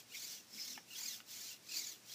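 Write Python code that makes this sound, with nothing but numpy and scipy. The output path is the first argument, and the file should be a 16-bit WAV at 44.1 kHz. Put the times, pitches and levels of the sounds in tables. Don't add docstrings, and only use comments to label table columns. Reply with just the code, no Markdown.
import sys
import numpy as np
from scipy import signal
from scipy.fft import rfft, irfft
from scipy.io import wavfile
from scipy.ndimage import uniform_filter1d

SR = 44100
rng = np.random.default_rng(int(sys.argv[2]) if len(sys.argv) > 2 else 0)


def inscribe(sig):
    pcm = np.round(np.clip(np.atleast_2d(sig).T, -1, 1) * 32767)
    wavfile.write(sys.argv[1], SR, pcm.astype(np.int16))


def field_ratio(decibels):
    return 10 ** (np.asarray(decibels, dtype=float) / 20)


N = 94506

# time in seconds, rattle level in dB.
EFFORT = [(0, -62), (.045, -79.5), (.16, -58), (.34, -57), (.46, -77.5), (.55, -60.5), (.72, -56),
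          (.84, -78), (.98, -54), (1.15, -56.5), (1.24, -79), (1.31, -57), (1.52, -58), (1.6, -78),
          (1.75, -52.5), (1.92, -59.5), (2.01, -77), (2.14, -55.5)]
MULTIPLES_DB = [-7, 0, -3, -20, -20, -12]
# frequency in Hz, level in dB.
HOUSING = [(300, -30.5), (1110, -21.5), (2300, -13), (3200, -12), (4500, -6), (7000, -4.5), (9090, -16),
           (15400, -10)]
# frequency in Hz, width in Hz, boost in dB.
RINGS = [(2265, 190, 0.5), (5600, 1100, 2.5), (6700, 290, -4), (14800, 760, 3.5)]
# start in seconds, peak level in dB, pitch as a multiple of the usual one.
KNOCKS = [
    (.777, -36, 1.),
    (.984, -48, 1.1),
    (.998, -47, 1.2),
    (1.016, -45, 1.1),
    (1.203, -39, 1.6),
    (1.191, -49, 6.5),
    (1.972, -52, 10.),
]
# frequency in Hz, level in dB, time to fall by 60 dB in seconds.
KNOCK_MODES = [(890, -3, .014), (1250, -2, .009), (1770, 0, .011), (2200, -2, .008), (2900, -3, .007),
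               (520, -13, .01)]
# centre in seconds, length in seconds, pitch in Hz, level in dB.
THUMPS = [
    (.56, 0.05, 208, -63),
    (0.733, 0.19, 241, -67),
    (1.1, 0.21, 223, -73.5),
    (1.369, 0.042, 228, -69),
    (1.79, 0.22, 323, -70.5),
]
# frequency in Hz, level in dB per Hz.
ROOM = [(25, -19), (64, -12.5), (110, -4.5), (209, 2), (1140, -8), (5400, -6.5), (13500, -17.5),
        (14500, -27)]
# time in seconds, tooth rate in Hz.
EARLY_SPEEDS = [
    [(.1, 1250), (.125, 1480), (.15, 1500), (.175, 1900), (.2, 2150), (.225, 2250), (.25, 2420), (.3, 1780),
     (.39, 1380)],
    [(.12, 1000), (.155, 1130), (.19, 1200), (.28, 2100), (.32, 2220), (.35, 1950), (.4, 1400), (.43, 1100)],
    [(.53, 1500), (.585, 2000), (.62, 2170), (.67, 2250), (.703, 2140), (.73, 1780), (.755, 1360),
     (.79, 1000)],
    [(.88, 1300), (.915, 1460), (.94, 1380), (.985, 2050), (1.01, 2460), (1.035, 2310), (1.06, 2460),
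     (1.135, 1830), (1.19, 1200)],
]
# time in seconds, tooth rate in Hz.
LATE_SPEEDS = [
    [(1.27, 1500), (1.32, 2000), (1.34, 2240), (1.39, 2300), (1.44, 2410), (1.48, 1650), (1.515, 1400),
     (1.57, 1400)],
    [(1.36, 1600), (1.415, 1830), (1.46, 2060), (1.495, 2430), (1.52, 2330), (1.57, 1600)],
    [(1.65, 1700), (1.695, 2500), (1.72, 2510), (1.745, 2300), (1.77, 2400), (1.795, 2370), (1.82, 2170),
     (1.845, 1970), (1.95, 1200)],
    [(1.68, 1200), (1.72, 1400), (1.77, 1200), (1.81, 2200), (1.845, 2310), (1.87, 2330), (1.905, 2250),
     (1.93, 1900), (1.98, 1400)],
    [(2.03, 1200), (2.08, 1400), (2.11, 1750), (2.14, 2300)],
]
LOADS_DB = [
    [-58, -51, -54, -51.5, -59, -51, -53, -63, -62],
    [-74, -46, -69, -66, -71, -67, -61, -85],
    [-77, -57, -53.5, -57, -48, -59, -50.5, -63],
    [-63, -51.5, -49.5, -54, -48.5, -51, -46.5, -51, -68],
    [-79, -65, -60.5, -55.5, -61, -60, -52, -63],
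    [-85, -62, -63, -55.5, -66, -70],
    [-64.5, -56, -55.5, -53, -45.5, -47, -49, -52, -83.5],
    [-55.5, -52, -51.5, -68, -58, -50.5, -57, -55, -85],
    [-71, -66, -57.5, -59.5],
]
# frequency in Hz, level in dB.
WHINE_COLOUR = [(900, -25), (2200, -1), (5000, 3.5), (7000, 9.5), (8500, 2), (12000, 3), (15000, 4)]
# centre in seconds, length in seconds, pitch in Hz, level in dB.
BUZZES = [
    (0.54, 0.057, 5270, -56),
    (.155, 0.023, 2280, -49),
    (0.618, 0.086, 5200, -49),
    (0.73, .15, 5500, -57.5),
    (0.33, 0.16, 6000, -58.5),
    (0.59, 0.021, 2270, -54),
    (1.76, 0.11, 4240, -51.5),
]

CLOCK_HZ, CLOCK_S = 39.5, -.002
SPEED_SAG, SURGE_DB, RATTLE_SURGE_DB = .1, 13, 1.


def level(x, db):
    return x * field_ratio(db) / np.sqrt(np.mean(x ** 2))


def colour(x, points, rings=()):
    hz = np.arange(len(x) // 2 + 1) * SR / len(x) + 1
    point_hz, point_db = np.array(points).T
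    db = np.interp(np.log(hz), np.log(point_hz), point_db)
    for ring_hz, width_hz, boost_db in rings:
        db = db + boost_db / (1 + (2 * (hz - ring_hz) / width_hz) ** 2)
    return irfft(rfft(x) * field_ratio(db), len(x))


def walk(rate, size=N):
    hold = int(SR / rate)
    steps = np.repeat(rng.standard_normal(size // hold + 1), hold)
    return 1.3 * uniform_filter1d(uniform_filter1d(steps, hold), hold)[:size]


def lull(t, shift=0):
    return np.sin(np.pi * ((t - CLOCK_S) * CLOCK_HZ + shift)) ** 2


def swells(t, rows, width):
    out = 0
    for centre, length, hz, db in rows:
        peak = [(hz / (1 + 4 * width), -50), (hz / (1 + width), -20), (hz, 0),
                (hz * (1 + width), -20), (hz * (1 + 4 * width), -50)]
        ring = level(colour(rng.standard_normal(N), peak), db)
        out = out + ring * np.exp(-((t - centre) / length * 2) ** 2)
    return out


def room(t):
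    air = level(colour(rng.standard_normal(N), ROOM), -65) * field_ratio(0.3 * walk(4.03))
    hum = field_ratio(-80 + 1.4 * walk(9)) * np.sin(2 * np.pi * 118.3 * t)
    return air + hum


def thumps(t):
    return swells(t, THUMPS, width=0.83)


def room_echo(robot, t):
    u = t[:SR // 3]
    fade = field_ratio(-60 * u / 0.082)
    tail = rng.standard_normal(len(u)) * fade * (u > .004)
    echo = signal.fftconvolve(robot, tail / np.sqrt(np.sum(tail ** 2)))[:N]
    return field_ratio(-8) * echo


def panel_buzz(t):
    return swells(t, BUZZES, width=0.17)


def knocks(t):
    out = 0
    for start, db, pitch in KNOCKS:
        u = np.clip(t - start, 0, .1)
        ring = 0
        for hz, mode_db, t60 in KNOCK_MODES:
            fade_db = -60 * u / t60 * pitch ** .6
            small_db = -6 * max(pitch - 2, 0) * np.log2(max(hz / 900, 1))
            tone = np.sin(2 * np.pi * hz * pitch * u) * (hz * pitch < 15000)
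            ring = ring + field_ratio(mode_db + fade_db + small_db) * tone
        rise = 1 - np.exp(-u / .0004)
        out = out + field_ratio(db) * rise * ring
    return colour(out, [(150, -30), (600, 0)])


def rattle(t, effort_db):
    hit = rng.random(N) < 16000 / SR
    click_db = 1.2 * walk(150) - RATTLE_SURGE_DB * lull(t)
    clicks = hit * rng.standard_normal(N) * field_ratio(click_db)
    return level(colour(clicks, HOUSING, RINGS), 7) * field_ratio(effort_db)


def whine(hz, db, slack):
    size = len(hz)
    speed = hz * (1 - SPEED_SAG * slack + .017 * walk(400, size=size))
    turn = 2 * np.pi * np.cumsum(speed) / SR
    upper_db = 8 * np.log2(hz / 2200)
    stack = 0
    for k, multiple_db in enumerate(MULTIPLES_DB, 1):
        tone_db = multiple_db + 2.5 * walk(120, size=size) + (k >= 3) * upper_db
        stack = stack + field_ratio(tone_db) * np.sin(k * turn) * (k * hz < 20000)
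    return stack * field_ratio(db - SURGE_DB * slack)


def far_servos(t, effort_db):
    pace = field_ratio((effort_db - effort_db.max()) * .3)
    out = 0
    for _ in range(5):
        hz = 2200 * pace * np.exp(.18 * walk(9))
        out = out + whine(hz, 2.5 * walk(25), lull(t, rng.random()))
    return level(colour(out, HOUSING, RINGS), -3) * field_ratio(effort_db)


def near_servos(t):
    out = np.zeros(N)
    for sweep, load_db in zip(EARLY_SPEEDS + LATE_SPEEDS, LOADS_DB):
        times, hz = np.array(sweep).T
        on = (t >= times[0]) & (t <= times[-1])
        speed = np.interp(t[on], times, hz)
        out[on] += whine(speed, np.interp(t[on], times, load_db), lull(t[on]))
    return colour(out, WHINE_COLOUR)


def scene():
    t = np.arange(N) / SR
    effort_db = np.interp(t, *np.array(EFFORT).T)
    gears = near_servos(t) + far_servos(t, effort_db) + rattle(t, effort_db)
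    robot = gears + knocks(t) + panel_buzz(t)
    return (robot + room_echo(robot, t) + thumps(t) + room(t))[None]


def top_cut(x):
    return signal.sosfilt(signal.butter(12, 15600, fs=SR, output="sos"), x)


def record(dry):
    kept = colour(dry[0], [(20, -12), (70, 0), (15350, 0), (15500, -60)])
    return top_cut(kept[None])


dry = scene()
out = record(dry)
inscribe(out)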